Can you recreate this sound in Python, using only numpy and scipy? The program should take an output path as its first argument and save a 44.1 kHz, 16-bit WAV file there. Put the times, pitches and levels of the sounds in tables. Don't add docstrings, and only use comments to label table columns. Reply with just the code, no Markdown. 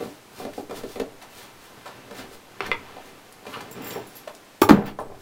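import sys
import numpy as np
from scipy import signal
from scipy.io import wavfile

SR = 44100
rng = np.random.default_rng(int(sys.argv[2]) if len(sys.argv) > 2 else 0)


def master(y):
    cut = np.clip(np.atleast_2d(y).T, -1, 1)
    pcm = np.round(cut * 32767)
    wavfile.write(sys.argv[1], SR, pcm.astype(np.int16))


N = 230052
TIME_S = np.arange(N) / SR
AFTER_S = TIME_S[:SR]


def amp(db):
    return 10 ** (np.asarray(db) / 20)


def unit_rms(x):
    return x / np.sqrt(np.mean(x ** 2) + 1e-20)


def unit_blow(x):
    return x / np.sqrt(np.sum(x ** 2) * 1000 / SR + 1e-20)


def lookup(points, hz):
    points_hz, values = np.transpose(points)
    return np.interp(np.log(hz + 1), np.log(points_hz + 1), values)


def add(mix, start_s, sound):
    part = mix[max(round(start_s * SR), 0):][:len(sound)]
    part += sound[:len(part)]


def decay(t60_s):
    return np.exp(-np.log(1000) * AFTER_S / t60_s)


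def coloured(x, colour, size=4096):
    log_gain = np.log(amp(lookup(colour, abs(np.fft.fftfreq(size, 1 / SR)))))
    taps = np.fft.ifft(np.exp(np.conj(signal.hilbert(log_gain)))).real
    return signal.oaconvolve(x, taps)[:len(x)]


def band(x, low_hz, high_hz, order=2):
    sos = signal.butter(order, [low_hz, min(high_hz, SR / 2 - 100)], "band", fs=SR, output="sos")
    return signal.sosfilt(sos, x)


def ring(modes):
    return sum(amp(db) * decay(t60_s) * np.sin(2 * np.pi * hz * AFTER_S) for hz, db, t60_s in modes)


def contact(crunch_t60_s, crunch, touch_t60_s=0.0036):
    touch, slips = rng.standard_normal((2, SR))
    return unit_blow(touch * decay(touch_t60_s)) + crunch * unit_blow(slips * decay(crunch_t60_s))


def hard_blows(rows, colour, modes, crunch):
    out = np.zeros(N)
    tone = unit_blow(ring(modes) * (1 - decay(0.0032)))
    for start_s, db, ring_db, crack_t60_s in rows:
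        crack = unit_blow(coloured(contact(crack_t60_s, crunch), colour))
        add(out, start_s, amp(db) * (crack + amp(ring_db) * tone))
    return out


def soft_blows(rows):
    out = np.zeros(N)
    for start_s, db, hz, half_rise_s in rows:
        age = AFTER_S / (2 * half_rise_s)
        swell = (age * np.exp(1 - age)) ** 3
        add(out, start_s, -amp(db) * swell * np.sin(2 * np.pi * hz * AFTER_S))
    return out


def friction(colour, slips_per_s, spread_db, hiss, flutter_db):
    sizes = np.minimum(rng.exponential(1, N), 3)
    slips = (rng.random(N) < slips_per_s / SR) * rng.choice([-1, 1], N) * amp(spread_db * sizes)
    clumps = unit_rms(band(rng.standard_normal(N), 3.2, 74, order=1))
    rubbing = unit_rms(slips) + hiss * rng.standard_normal(N)
    return unit_rms(coloured(rubbing * amp(flutter_db * clumps), colour))


def stroke(middle_s, half_s, shape=1.3):
    return np.exp(-np.minimum(abs((TIME_S - middle_s) / half_s) ** shape, 20))


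def shelter(x, tail_db, echo_db, scatter_t60_s=0.025):
    # delay_s, relative_db
    echoes = [(.0031, -3.5), (0.011, -5.5), (0.0164, -9.5), (0.0194, -24.5), (0.0274, -16), (0.036, -28)]
    # freq_hz, t60_s
    tail_t60 = [(60, 0.078), (200, 0.29), (600, 0.27), (2000, 0.19), (5000, 0.17), (14000, 0.15)]
    hz, time_s, spectrum = signal.stft(rng.standard_normal(SR), SR, nperseg=256)
    fade = np.exp(-np.log(1000) * time_s / lookup(tail_t60, hz)[:, None])
    tail = signal.istft(spectrum * fade, SR, nperseg=256)[1][:SR]
    tail *= np.clip((AFTER_S - 0.004) / 0.01, 0, 1)
    response = amp(tail_db) * tail / np.linalg.norm(tail)
    for delay_s, db in echoes:
        echo = rng.standard_normal(SR) * decay(scatter_t60_s)
        add(response, delay_s, amp(db + echo_db) * echo / np.linalg.norm(echo))
    return x + signal.oaconvolve(x, response)[:N]


def air(level_db=-51):
    # freq_hz, gain_db
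    colour = [(12, -38), (20, -3), (30, -33), (49, -11), (101, -6.5), (326, -2.5), (775, -4.5),
              (14500, -22.5), (15800, -26)]
    return amp(level_db) * unit_rms(coloured(rng.standard_normal(N), colour))


def plank_flex(idle_db=-68, rise_s=0.033):
    # start_s, level_db, fall_tau_s
    loadings = [(0.37, -50, 0.5), (0.8, -48, 0.25), (2.18, -48, 0.24), (2.62, -36.5, 0.17),
                (4.68, -35, 0.6)]
    # freq_hz, gain_db
    colour = [(12, 25.5), (28, 2), (50, 3), (95, 11), (140, 5), (300, -99)]
    level = amp(idle_db)
    for start_s, db, fall_tau_s in loadings:
        since_s = np.maximum(TIME_S - start_s, 0)
        level += amp(db) * (1 - np.exp(-since_s / rise_s)) * np.exp(-since_s / fall_tau_s)
    return level * unit_rms(coloured(rng.standard_normal(N), colour))


def rustle(gain_db=-2, load_lag_s=0.017, drag_db=-5):
    # middle_s, half_length_s, scrape_db, load_re_scrape_db
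    heaves = [(0.007, 0.081, -47.5, 12.5), (0.42, 0.075, -47.5, 6), (0.765, 0.064, -50.5, 5.5),
              (1.001, 0.18, -57, 8.5), (1.424, 0.18, -50.5, -14), (1.94, 0.31, -49.5, -0.5),
              (2.2, 0.066, -42.5, 0), (2.658, 0.039, -35.5, -1), (2.877, 0.37, -48, 0.5),
              (3.58, 0.11, -43, 1.5), (3.883, 0.12, -39.5, 1.5), (4.213, 0.37, -54.5, -5),
              (4.763, 0.049, -40, 21.5), (4.874, 0.021, -30.5, -7), (5.046, 0.13, -60, 19)]
    # middle_s, half_length_s, level_db
    brushes = [(0.032, 0.11, -47.5), (0.397, 0.049, -43.5), (0.575, 0.048, -47.5), (0.774, 0.028, -40.5),
               (0.916, 0.063, -45.5), (1.393, 0.068, -45), (1.648, 0.046, -52), (1.898, 0.25, -60),
               (2.187, 0.038, -44), (2.336, 0.029, -48), (3.064, 0.041, -52), (3.528, 0.049, -48),
               (3.853, 0.3, -59), (4.173, 0.064, -51), (4.876, 0.029, -54), (5.21, 0.054, -53)]
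    # freq_hz, gain_db
    load_colour = [(30, -20), (70, -18), (120, -1.5), (200, -2.5), (330, 1), (600, -6), (1000, -12.5),
                   (2000, -22.5), (5000, -55)]
    strap_colour = [(200, -7.5), (500, -3.5), (900, 3.5), (1600, 1), (2800, -2), (4500, -10), (9000, -26.5)]
    canvas_colour = [(500, 1), (2000, -6), (4000, 0.5), (6500, -3.5), (10000, -6), (15500, -7.5)]
    swish = sum(amp(db) * stroke(s, half_s) for s, half_s, db in brushes)
    crumple = sum(amp(db + load_db) * stroke(s + load_lag_s, half_s) for s, half_s, db, load_db in heaves)
    pull_power = sum((amp(db) * stroke(s, half_s)) ** 2 for s, half_s, db, _ in heaves)
    scrape = np.sqrt(pull_power + (amp(drag_db) * swish) ** 2)
    folds = friction(load_colour, slips_per_s=250, spread_db=3, hiss=0.7, flutter_db=3)
    leather = friction(strap_colour, slips_per_s=900, spread_db=3, hiss=1.2, flutter_db=1.3)
    weave = friction(canvas_colour, slips_per_s=3000, spread_db=2, hiss=1, flutter_db=1)
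    return amp(gain_db) * (crumple * folds + scrape * leather + swish * weave)


def strap_slides():
    # middle_s, level_db, centre_hz, half_length_s
    slides = [(2.192, -52, 3630, 0.025), (3.542, -39.5, 2480, 0.0095), (3.549, -37, 1130, 0.025),
              (3.957, -42, 1970, 0.0088)]
    slips = friction([(300, 0), (15000, 0)], slips_per_s=1500, spread_db=2, hiss=0.7, flutter_db=2)
    out = np.zeros(N)
    for middle_s, db, hz, half_s in slides:
        swell = np.exp(-((TIME_S - middle_s) / half_s) ** 2)
        out += amp(db) * swell * unit_rms(band(slips, hz / 1.18, hz * 1.28))
    return out


def tug(body_hz, tick_db, length_s, pack_db=-6, pack_hz=280, boards_db=-12):
    take_up_s = 0.0011 * (length_s / 0.022) ** 1.5
    push = contact(length_s * 2, crunch=1.1) * (1 - np.exp(-(AFTER_S + 0.00034) / take_up_s))
    strap = unit_blow(band(push, body_hz / 1.75, body_hz * 1.695, order=3))
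    shake = contact(length_s * 3, crunch=1.5)
    pack = unit_blow(band(shake, pack_hz / 1.92, pack_hz * 1.65))
    boards = amp(boards_db) * unit_blow(band(shake, 66, 134))
    coupling = min(1, (400 / body_hz) ** 2)
    tick_colour = [(400, -53), (1000, 15.5), (2200, 13.5), (3200, 9), (4000, 9.5), (5000, 3), (15000, -7)]
    tick = unit_blow(coloured(push, tick_colour))
    return strap + amp(tick_db) * tick + amp(pack_db) * coupling * (pack + boards)


def strap_tugs(rebound_s=0.015, rebound_db=-5):
    # start_s, level_db, body_hz, tick_re_body_db, nominal_length_s
    pulls = [(0.006, -20.5, 332, -30, 0.034), (0.056, -25.5, 320, -32, 0.023), (0.399, -25, 400, -15, 0.03),
             (0.451, -21, 374, -13.5, 0.013), (0.464, -28, 420, -30, .028), (0.5785, -19, 460, -27, 0.019),
             (0.696, -27, 380, -11, 0.026), (0.71, -23.5, 400, -7.5, 0.016),
             (0.834, -21.5, 321, -14, 0.027), (0.958, -22.5, 367, -11.5, 0.025),
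             (0.999, -14.5, 387, -11.5, 0.02), (1.214, -31.5, 953, -1, 0.054), (1.857, -25, 920, -6, 0.041),
             (2.11, -29, 404, -6, .017), (2.968, -29.5, 590, -16, 0.0086), (3.453, -33, 810, -11, 0.015),
             (3.466, -25, 337, -6.5, 0.029), (3.607, -32.5, 690, 0, 0.01), (3.765, -24.5, 283, -14, .07),
             (3.956, -20.5, 485, -16, 0.041), (4.276, -30.5, 610, -0.5, .024),
             (4.988, -13, 570, -17.5, 0.032), (5.1, -28, 513, -35, .019)]
    out = np.zeros(N)
    for start_s, db, body_hz, tick_db, length_s in pulls:
        add(out, start_s, amp(db) * tug(body_hz, tick_db, length_s))
        add(out, start_s + rebound_s, amp(db + rebound_db) * tug(body_hz, tick_db - 9, length_s * 1.4))
    return out


def fitting_ticks():
    # start_s, level_db, pitch_hz
    ticks = [(0.535, -37.5, 2500), (0.998, -32, 4100), (1.224, -40, 9000), (1.879, -40, 5000),
             (2.664, -31.5, 6000), (3.325, -40, 9500), (3.611, -36.5, 7000), (3.907, -29, 5800),
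             (4.35, -38.5, 9000)]
    out = np.zeros(N)
    for start_s, db, hz in ticks:
        click = band(contact(0.036, crunch=2.2), hz / 2.6, hz * 1.13, order=1)
        add(out, start_s, amp(db) * unit_blow(click))
    return out


def buckles(spread_db=3, chatter=0.65, tick_db=-9.5, bounce_s=0.0047, bounce_db=-5.5, free_t60_s=0.26):
    # start_s, level_db, main_hz, main_t60_s, others_re_main_db
    clinks = [(3.712, -32.5, 7600, .1, 4), (3.819, -36, 15391, .35, 0), (3.844, -32, 14648, 0.13, 4),
              (3.869, -27, 14648, 0.16, -9), (3.879, -33, 7337, 0.3, -3), (3.925, -30.5, 5512, 0.3, 7),
              (4.069, -39.5, 11200, 0.14, 1), (4.154, -32.5, 11430, .12, -8), (4.616, -16, 15391, .11, 12),
              (4.692, -29, 12170, 0.4, -2), (4.86, -32, 14648, 0.12, 10), (4.996, -40.5, 9550, 0.075, -10),
              (4.999, -43, 8050, 0.23, -5)]
    # pitch_hz, relative_db, t60_s
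    modes = [(3300, -16, .15), (5512, -10, .2), (7337, -5, .25), (7620, -8, .18), (8050, -15, .25),
             (9550, -12, .16), (10847, -9, .25), (11100, -6, .22), (11625, -8, .18), (12180, -5, .25),
             (13800, -9, .18), (14648, -3, .18), (15391, 0, .25), (15730, -6, .2)]
    modes_hz, modes_db, modes_t60_s = np.transpose(modes)
    out = np.zeros(N)
    for start_s, db, main_hz, main_t60_s, others_db in clinks:
        nearest_hz = modes_hz[np.argmin(abs(modes_hz - main_hz))]
        main = unit_blow(ring([(nearest_hz, 0, main_t60_s)]) * (1 - decay(0.008)))
        t60s_s = modes_t60_s * main_t60_s / free_t60_s
        for delay_s, touch_db, main_gain in [(0, 0, 1), (bounce_s, bounce_db, 0)]:
            levels_db = modes_db + spread_db * rng.standard_normal(len(modes))
            others = unit_blow(ring(zip(modes_hz, levels_db, t60s_s)))
            tone = main_gain * main + amp(others_db) * others
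            waver_rad, flicker = chatter * unit_rms(band(rng.standard_normal((2, SR)), 12.4, 60, order=1))
            phase_turn = np.exp(1j * (waver_rad + 2 * np.pi * rng.random()))
            metal = unit_blow((signal.hilbert(tone) * phase_turn).real * (1 + flicker))
            tick = unit_blow(band(contact(0.066, crunch=4.3), 4300, 17000))
            add(out, start_s + delay_s, amp(db + touch_db) * (metal + amp(tick_db) * tick))
    return out


def fastener():
    # start_s, level_db, ring_re_crack_db, crack_t60_s
    snaps = [(2.606, -15, -12, 0.029), (2.662, -24, -25, 0.046), (2.7155, -13.5, 5.5, 0.019)]
    # freq_hz, gain_db
    colour = [(60, -43), (150, -18), (400, 7), (650, -7), (900, -3), (1500, -1), (2200, 2), (3400, -13.5),
              (4500, -19.5), (7000, -29), (14000, -45)]
    # pitch_hz, relative_db, t60_s
    modes = [(510, -26, 0.061), (920, -13, 0.047), (2060, -10, 0.033), (2067, -8, 0.039),
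             (2195, 12.5, 0.0061), (2340, -4, 0.011), (2770, -24, 0.034), (3390, -5, 0.015)]
    return hard_blows(snaps, colour, modes, crunch=0.77)


def frame():
    # start_s, level_db, ring_re_crack_db, crack_t60_s
    strikes = [(4.6175, -3, -0.5, 0.024), (4.6205, -6.5, -1.5, 0.026), (4.6905, -6, -18, 0.026),
               (4.6945, 2, -11, 0.095), (4.6995, -6, -6, 0.033), (4.7075, -4, -25, 0.025)]
    # freq_hz, gain_db
    colour = [(30, -44), (70, -25), (160, 0), (350, 9.5), (650, -5), (1200, -1), (2000, -15), (3400, -18.5),
              (5200, -26), (7500, -28.5), (10000, -34), (15500, -32)]
    # pitch_hz, relative_db, t60_s
    modes = [(332, -3, 0.049), (397.6, 3.5, 0.19), (453, 2, 0.43), (858, 13, 0.073), (890, 8, 0.091),
             (1100, -5, 0.14), (1150, -10, 0.1), (1270, -16, 0.15), (1510, -23, .07), (1730, -3, 0.051),
             (2536, -7, 0.1)]
    # start_s, level_db, pitch_hz, half_rise_s
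    taps = [(4.272, -28.5, 623, 0.0027), (4.6205, -14.5, 1183, 0.004), (4.632, -13.5, 852, 0.0018)]
    return band(hard_blows(strikes, colour, modes, crunch=0.68) + soft_blows(taps), 117, 20500)


def load_thump(landing_s=4.7072, planks_db=-9, contents_db=-4):
    # start_s, level_db, pitch_hz, half_rise_s
    thumps = [(4.6168, -8, 327, 0.0017), (4.627, -26, 96, 0.011), (4.7072, 7, 264.3, 0.0022),
              (4.712, -17, 158, 0.0084), (4.7238, -7, 220, 0.0022)]
    # pitch_hz, relative_db, t60_s
    modes = [(96, -9.5, 0.42), (145.3, -8, 0.41), (178, 7, 0.27), (205, 3.5, 0.35), (247, -12, 0.31),
             (364, -26, 0.18), (445, -10, 0.35), (556, -4.5, 0.17), (651, -16, 0.1)]
    out = soft_blows(thumps)
    add(out, landing_s, amp(planks_db) * ring(modes) * (1 - decay(0.14)))
    contents = unit_blow(band(rng.standard_normal(SR) * decay(0.39), 170, 1050))
    add(out, landing_s, amp(contents_db) * contents)
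    return out


def scene():
    handling = rustle() + strap_slides() + strap_tugs() + fitting_ticks() + buckles() + fastener()
    knocks = frame()
    pack = shelter(handling, tail_db=-8, echo_db=-4.5)
    pack += shelter(knocks, tail_db=-9.5, echo_db=-6)
    pack += shelter(load_thump(), tail_db=-15, echo_db=-14.5)
    return (pack + plank_flex() + air())[None]


def record(dry, threshold_db=-17, duck_db_per_db=0.48, recovery_db_per_s=22, lag_s=0.06, edge_hz=15850):
    power_db = 10 * np.log10(signal.lfilter([1 / 1000], [1, 1 / 1000 - 1], dry[0] ** 2) + 1e-12)
    recovery_db = TIME_S * recovery_db_per_s
    held_db = np.maximum.accumulate(power_db + recovery_db) - recovery_db
    over_db = np.maximum(held_db - threshold_db, 0)
    pole = np.exp(-1 / (lag_s * SR))
    duck_db = duck_db_per_db * signal.lfilter([1 - pole], [1, -pole], over_db)
    clipped = np.clip(dry * amp(-duck_db), -1, 1)
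    low_pass = signal.firwin(511, edge_hz, window=("kaiser", 9), fs=SR)
    return signal.oaconvolve(clipped, low_pass[None], "same")


dry = scene()
out = record(dry)
master(out)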